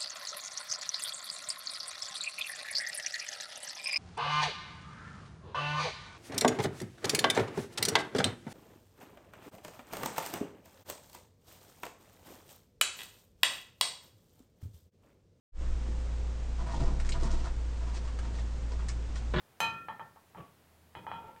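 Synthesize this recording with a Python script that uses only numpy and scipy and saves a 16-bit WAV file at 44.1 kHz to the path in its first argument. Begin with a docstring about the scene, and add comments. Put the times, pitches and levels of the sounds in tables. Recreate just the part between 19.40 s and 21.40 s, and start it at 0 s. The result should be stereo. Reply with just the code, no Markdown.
"""A metal frying pan is set down on the grate of a gas stove in a small, hard-walled kitchen.
Heard close by on a tight stereo pair of microphones, it clanks once on its rim, rocks on the prongs,
is nudged along and knocks again as it settles. Each contact rings the pan, clacks the grate and makes
the hollow stove boom. The sliding base rubs and squeaks, the handle ticks; a low hum and hiss lie under it."""
import sys
import numpy as np
from scipy import signal
from scipy.fft import rfft, irfft, next_fast_len
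from scipy.io import wavfile
from scipy.ndimage import map_coordinates

SR = 44100
rng = np.random.default_rng(int(sys.argv[2]) if len(sys.argv) > 2 else 0)


def unload_wav(signal):
    """Save mono or channel-first audio to the path in sys.argv[1] as 16-bit WAV at rate SR, clipped to [-1, 1]."""
    wavfile.write(
        sys.argv[1],
        SR,
        np.round(np.clip(np.atleast_2d(signal).T, -1, 1) * 32767).astype(np.int16),
    )


N = 88200
T = np.arange(SR) / SR  # one second, the clock of a single event
SIDES = np.array([[.5], [-.5]])  # splits a difference between the left and right microphone


def amp(db):
    return 10 ** (np.asarray(db) / 20)


def unit(x):
    return x / np.sqrt(np.mean(x ** 2) + 1e-20)


def along(points, hz):
    """Interpolate (Hz, value) points on a log frequency axis."""
    freqs, values = np.transpose(points)
    return np.interp(np.log(hz + 1), np.log(freqs + 1), values)


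def filtered(x, response):
    """Shape x by a gain that depends on frequency."""
    n = x.shape[-1]
    size = next_fast_len(n + 8192)
    return irfft(rfft(x, size) * response(np.fft.rfftfreq(size, 1 / SR)), size)[..., :n]


def wobble(rate, size=SR):
    """A smooth random curve, rate knots a second."""
    return map_coordinates(rng.standard_normal(int(N * rate / SR) + 4), [np.arange(size) * rate / SR])


def mic_pair(size):
    """White noise at two close microphones: alike in the bass, unrelated in the treble."""
    def mid_side(hz):
        likeness = along([(400, .86), (900, .044), (2000, .013)], hz)
        turn = np.arccos(likeness) / 2
        return np.array([np.cos(turn), np.sin(turn)])
    mid, side = filtered(rng.standard_normal((2, size)), mid_side)
    return np.array([mid + side, mid - side])


def noise(spectrum, size=SR):
    """Coloured stereo noise of rms 1."""
    return unit(filtered(mic_pair(size), lambda hz: amp(along(spectrum, hz))))


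def tone(hz, left_db, lead, phase=0):
    """A sine at the pair: the left side is left_db louder and lead radians ahead."""
    return amp(SIDES * left_db) * np.sin(2 * np.pi * hz * T + phase + SIDES * lead)


def add(track, start_s, sound):
    i = round(start_s * SR)
    track[:, i:i + sound.shape[-1]] += sound[:, :N - i]


# Room tone at the microphones. Each row: frequency in Hz, relative noise density in dB.
HISS_SPECTRUM = [(25, -16.5), (50, -33), (80, -9.5), (170, -10), (300, -16), (900, -15.5), (6000, -29)]
# The hum swells late and falls back. Each row: time in seconds, level in dB.
HUM_LEVELS = [(.85, -77.5), (1.5, -66), (1.8, -64.5), (2, -74)]

def room_tone(hum_hz=81, drift_rad=.24, hiss_db=-63):
    """A wavering low hum in the steady hiss of the room."""
    t = np.arange(N) / SR
    hum = np.sqrt(2) * np.sin(2 * np.pi * hum_hz * t + drift_rad * wobble(6.45, N))
    return hum * amp(np.interp(t, *np.transpose(HUM_LEVELS))) + amp(hiss_db) * noise(HISS_SPECTRUM, N)


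# The hard walls around the stove. Each row: frequency in Hz, time to fall 60 dB (t60) in seconds.
WALL_DECAY = [(100, 0.29), (1000, 0.35), (4000, 0.38), (14000, 0.14)]
RING_WET_DB, CLACK_WET_DB = -11, -3.5  # reverberation against the direct sound

def kitchen(x, wet_db, delay_s=.0038):
    """The direct sound reaches the microphones first, then the short answer of the near walls."""
    hz, t, spectrum = signal.stft(mic_pair(SR // 2), SR, nperseg=256)
    tail = signal.istft(spectrum * amp(-60 * t / along(WALL_DECAY, hz)[:, None]), SR, nperseg=256)[1]
    tail *= np.clip(T[:tail.shape[1]] / delay_s - 1, 0, 1)
    tail /= np.linalg.norm(tail[0])
    return x + amp(wet_db) * signal.fftconvolve(x, tail, axes=1)[:, :SR]


# Colour of the handle's tick. Each row: frequency in Hz, relative noise density in dB.
TICK_SPECTRUM = [(700, -30.5), (2000, 8), (9000, -29)]

def handle_tick(db=-46, t60=.0089):
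    """The handle gives one light tick."""
    return kitchen(noise(TICK_SPECTRUM) * amp(db - 60 * T / t60), CLACK_WET_DB)


def squeak(hz=1127, db=-48, rise_s=.0026, t60=.071):
    """The sliding base sings briefly, mostly into the left microphone."""
    envelope = (1 - np.exp(-T / rise_s)) * amp(db - 60 * T / t60)
    return kitchen(tone(hz, left_db=17.5, lead=-2.1) * envelope, RING_WET_DB)


# Slides on the grate. Each row: start in seconds, length in seconds, level in dB, singing pitch in Hz.
SLIDES = [(0.961, 0.068, -51, 1150), (1.555, 0.044, -50, 920), (1.722, 0.24, -53.5, 899)]
# Colour of the rubbing metal. Each row: frequency in Hz, relative noise density in dB.
RUB_SPECTRUM = [(80, -8.5), (350, -10.5), (540, -3.5), (1400, -16.5), (3100, -21.5), (4500, -43)]

def drags(sing_db=19, sing_width_hz=29, rough_db=3):
    """The base sticks and slips on the prongs, exciting one narrow resonance."""
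    out = np.zeros((2, N))
    for start_s, length_s, db, sing_hz in SLIDES:
        resonance = lambda hz: 1 + amp(sing_db) / (1 + ((hz - sing_hz) / sing_width_hz) ** 2)
        rub = unit(filtered(noise(RUB_SPECTRUM), resonance))
        stroke = np.sqrt(np.abs(np.sin(np.pi * np.minimum(T / length_s, 1))))
        add(out, start_s, kitchen(rub * stroke * amp(db + rough_db * wobble(129.4)), wet_db=-5))
    return out


# The stove body under the pan. Each row: frequency in Hz, relative noise density in dB.
BOOM_SPECTRUM = [(30, -28), (80, 1), (170, 7), (250, -3.5), (500, -5), (800, -12), (2500, -41)]

def stove_boom(db, t60, rise_s=.01):
    """The stove's hollow sheet body booms under a contact."""
    return noise(BOOM_SPECTRUM) * (1 - np.exp(-T / rise_s)) * amp(db - 60 * T / t60)


# The grate, a little left of centre. Each row: frequency in Hz, relative level in dB, t60 in seconds.
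GRATE_MODES = [(588, -17, 0.034), (879, -1, 0.04), (948, -2, 0.022), (1240, 1, 0.008), (1712, 0, 0.0082)]

def grate_clack(lead_s=.0001, crack_db=8, crack_t60=.021, low_hz=850, high_hz=2400):
    """The short, dead note of the grate and the crack of metal on metal."""
    note = -sum(amp(db - 60 * T / t60) * tone(hz, left_db=3.5, lead=2 * np.pi * hz * lead_s)
                for hz, db, t60 in GRATE_MODES)
    band = lambda hz: hz ** 2 / np.hypot(hz ** 2, low_hz ** 2) / np.hypot(1, hz / high_hz)
    return note + filtered(mic_pair(SR), band) * amp(crack_db - 60 * T / crack_t60)


# Overtone clusters of the rim. Each row: centre in Hz, relative level in dB.
RIM_CLUSTERS = [(1700, -13), (2280, -17), (2780, -19), (3450, -22), (4280, -17), (5050, -25), (6250, -12),
                (7420, -17), (8500, -20), (9700, -22), (11600, -20), (13300, -19), (14900, -22)]

def rim_shimmer(count=6, spread=.016):
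    """Clusters of close overtones beat together and give a hard blow its shimmer."""
    t = T[:SR // 2]
    centre, db = np.repeat(RIM_CLUSTERS, count, axis=0).T
    hz = centre * (1 + spread * rng.uniform(-1.03, 1, len(centre)))
    t60 = along([(1700, .36), (16000, .18)], hz)
    modes = amp(db[:, None] - 60 * t / t60[:, None]) * np.sin(2 * np.pi * hz[:, None] * t)
    mic_gains = 2 / np.sqrt(count) * np.cos(2 * np.pi * rng.random((2, len(hz))))
    return np.pad(mic_gains @ modes, ((0, 0), (0, SR - len(t))))


# The pan at close range. Each row: frequency in Hz, relative levels in dB on the rim, rocking and flat,
# t60 in seconds before shortening and damping, left over right in dB, left lead in radians.
PAN_MODES = [(710, -15, -22, -22, .22, 1, -.7), (909, 0, -1, -9, .25, -1, -.1),
             (921, -22, -14, 0, .36, 0, 0), (1106, -8, -1, -20, .22, 7, -2.4),
             (1179, -12, -12, -16, .25, 9, -1.9), (1319, -12, -5, -7, .4, 8, 2.6),
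             (1365.5, -2, -6, -5, 1.3, 6, 2.1), (1799, -4.5, -5, -20, 1, 6, 2.1),
             (2470, -11, -11, -5, .42, -3, 1), (2497, -1.5, -15, -20, .43, -6, .7),
             (3040, -22, -17, -4, .12, 1, -.3), (3084, -4, -4, -18, .21, 3, -.3),
             (3282, -17, -8, -5, .5, 0, -.4), (3968, -13, -12, -13, .17, -10, -1.6),
             (4177, -15, -17, -15, .22, 2, 1.7), (5170, -27, -24, -16, .1, 0, 1)]
ON_RIM, ROCKING, FLAT = range(3)

def pan_ring(length, seat, sway_db=1.5, waver_db=1.8, waver_rad=.22, chatter_rad=.28, rise_s=.0003):
    """The pan's modes hold, then die; its seat decides which speak, and a length below 1 shortens them."""
    age = T / length
    decay_age = np.maximum(age - .052, 0)
    ring = np.zeros((2, SR))
    for hz, *seat_db, t60, left_db, lead in PAN_MODES:
        level_db = seat_db[seat] + sway_db * wobble(18) - 60 * decay_age / t60
        depth = min(hz / 2630, 1)  # low modes waver less
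        phase = waver_rad * wobble(40)
        phase += chatter_rad * wobble(280)  # the pan buzzes against the prongs
        level_db += depth * waver_db * wobble(40)
        ring += amp(level_db) * tone(hz, left_db, lead, depth * phase)
    step_db = 2.5 * (np.clip((age - .087) / .011, 0, 1) - .5)  # a small early drop in level
    damping_db = 100 * np.maximum(T - .23 * length, 0)  # once the pan lies on the prongs they damp it
    return ring * (1 - np.exp(-T / rise_s)) * amp(-step_db - damping_db)


def radiated(x, band_hz, bass_hz=557):
    """The open pan and grate radiate little bass, and a soft contact excites little treble."""
    x = signal.sosfilt(signal.butter(2, bass_hz, "high", fs=SR, output="sos"), x)
    return signal.sosfilt(signal.butter(3, band_hz, fs=SR, output="sos"), x)


def contact(db, band_hz, ring_db, length, boom_db, free_s, seat, choke_db_per_s=500):
    """One contact sounds pan, grate and stove; after free_s the next firm contact chokes the ring."""
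    ring = pan_ring(length, seat)
    if seat == ON_RIM:
        ring += rim_shimmer()
    ring *= amp(-choke_db_per_s * np.maximum(T - free_s, 0))
    metal = amp(ring_db) * kitchen(ring, RING_WET_DB) + kitchen(grate_clack(), CLACK_WET_DB)
    return amp(db) * (radiated(metal, band_hz) + stove_boom(boom_db, t60=length))


# The base knocking on the grate. Each row: start in seconds, strength in dB, contact bandwidth in Hz,
# relative ring level in dB, length of ring and boom as a share of the full, relative boom level in dB.
BASE_KNOCKS = [(0.4848, -32, 2090, -9, 0.33, -18), (0.5956, -36, 1850, -9, 0.33, -19),
               (0.761, -49, 1200, -8.5, 0.27, -36.5), (.948, -45, 1600, -10, 0.25, -7),
               (.972, -50, 2600, -11.5, 0.4, 2), (1.5516, -40, 2700, -13, 0.72, -9),
               (1.642, -52, 1010, 2.5, 0.22, -10), (1.667, -33, 1850, -10.5, 0.73, -19),
               (1.7158, -32, 2100, -13, 0.91, -24), (1.84, -57, 1000, 6.5, 1, -7)]

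def pan_set_down(clank_s=.20364, flat_from_s=1.5):
    """The rim clanks on the grate, then the base rocks and settles flat."""
    out = np.zeros((2, N))
    clank = contact(db=-26.5, band_hz=15007, ring_db=-6, length=1, boom_db=-17.5,
                    free_s=BASE_KNOCKS[1][0] - clank_s, seat=ON_RIM)  # rings until the second knock
    add(out, clank_s, clank)
    for start_s, db, *timbre in BASE_KNOCKS:
        firm_gaps = [s - start_s for s, next_db, *_ in BASE_KNOCKS if s > start_s and next_db > db - 10]
        seat = FLAT if start_s > flat_from_s else ROCKING
        add(out, start_s, contact(db, *timbre, free_s=min(firm_gaps, default=1), seat=seat))
    return out


def scene():
    """Pan, stove and room as heard from beside the stove."""
    out = pan_set_down() + drags()
    add(out, start_s=.997, sound=squeak())
    add(out, start_s=1.963, sound=handle_tick())
    return out + room_tone()


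def record(dry, top_hz=16000):
    """The recorder keeps nothing above its band limit."""
    return filtered(dry, lambda hz: hz < top_hz)


dry = scene()
out = record(dry)
unload_wav(out)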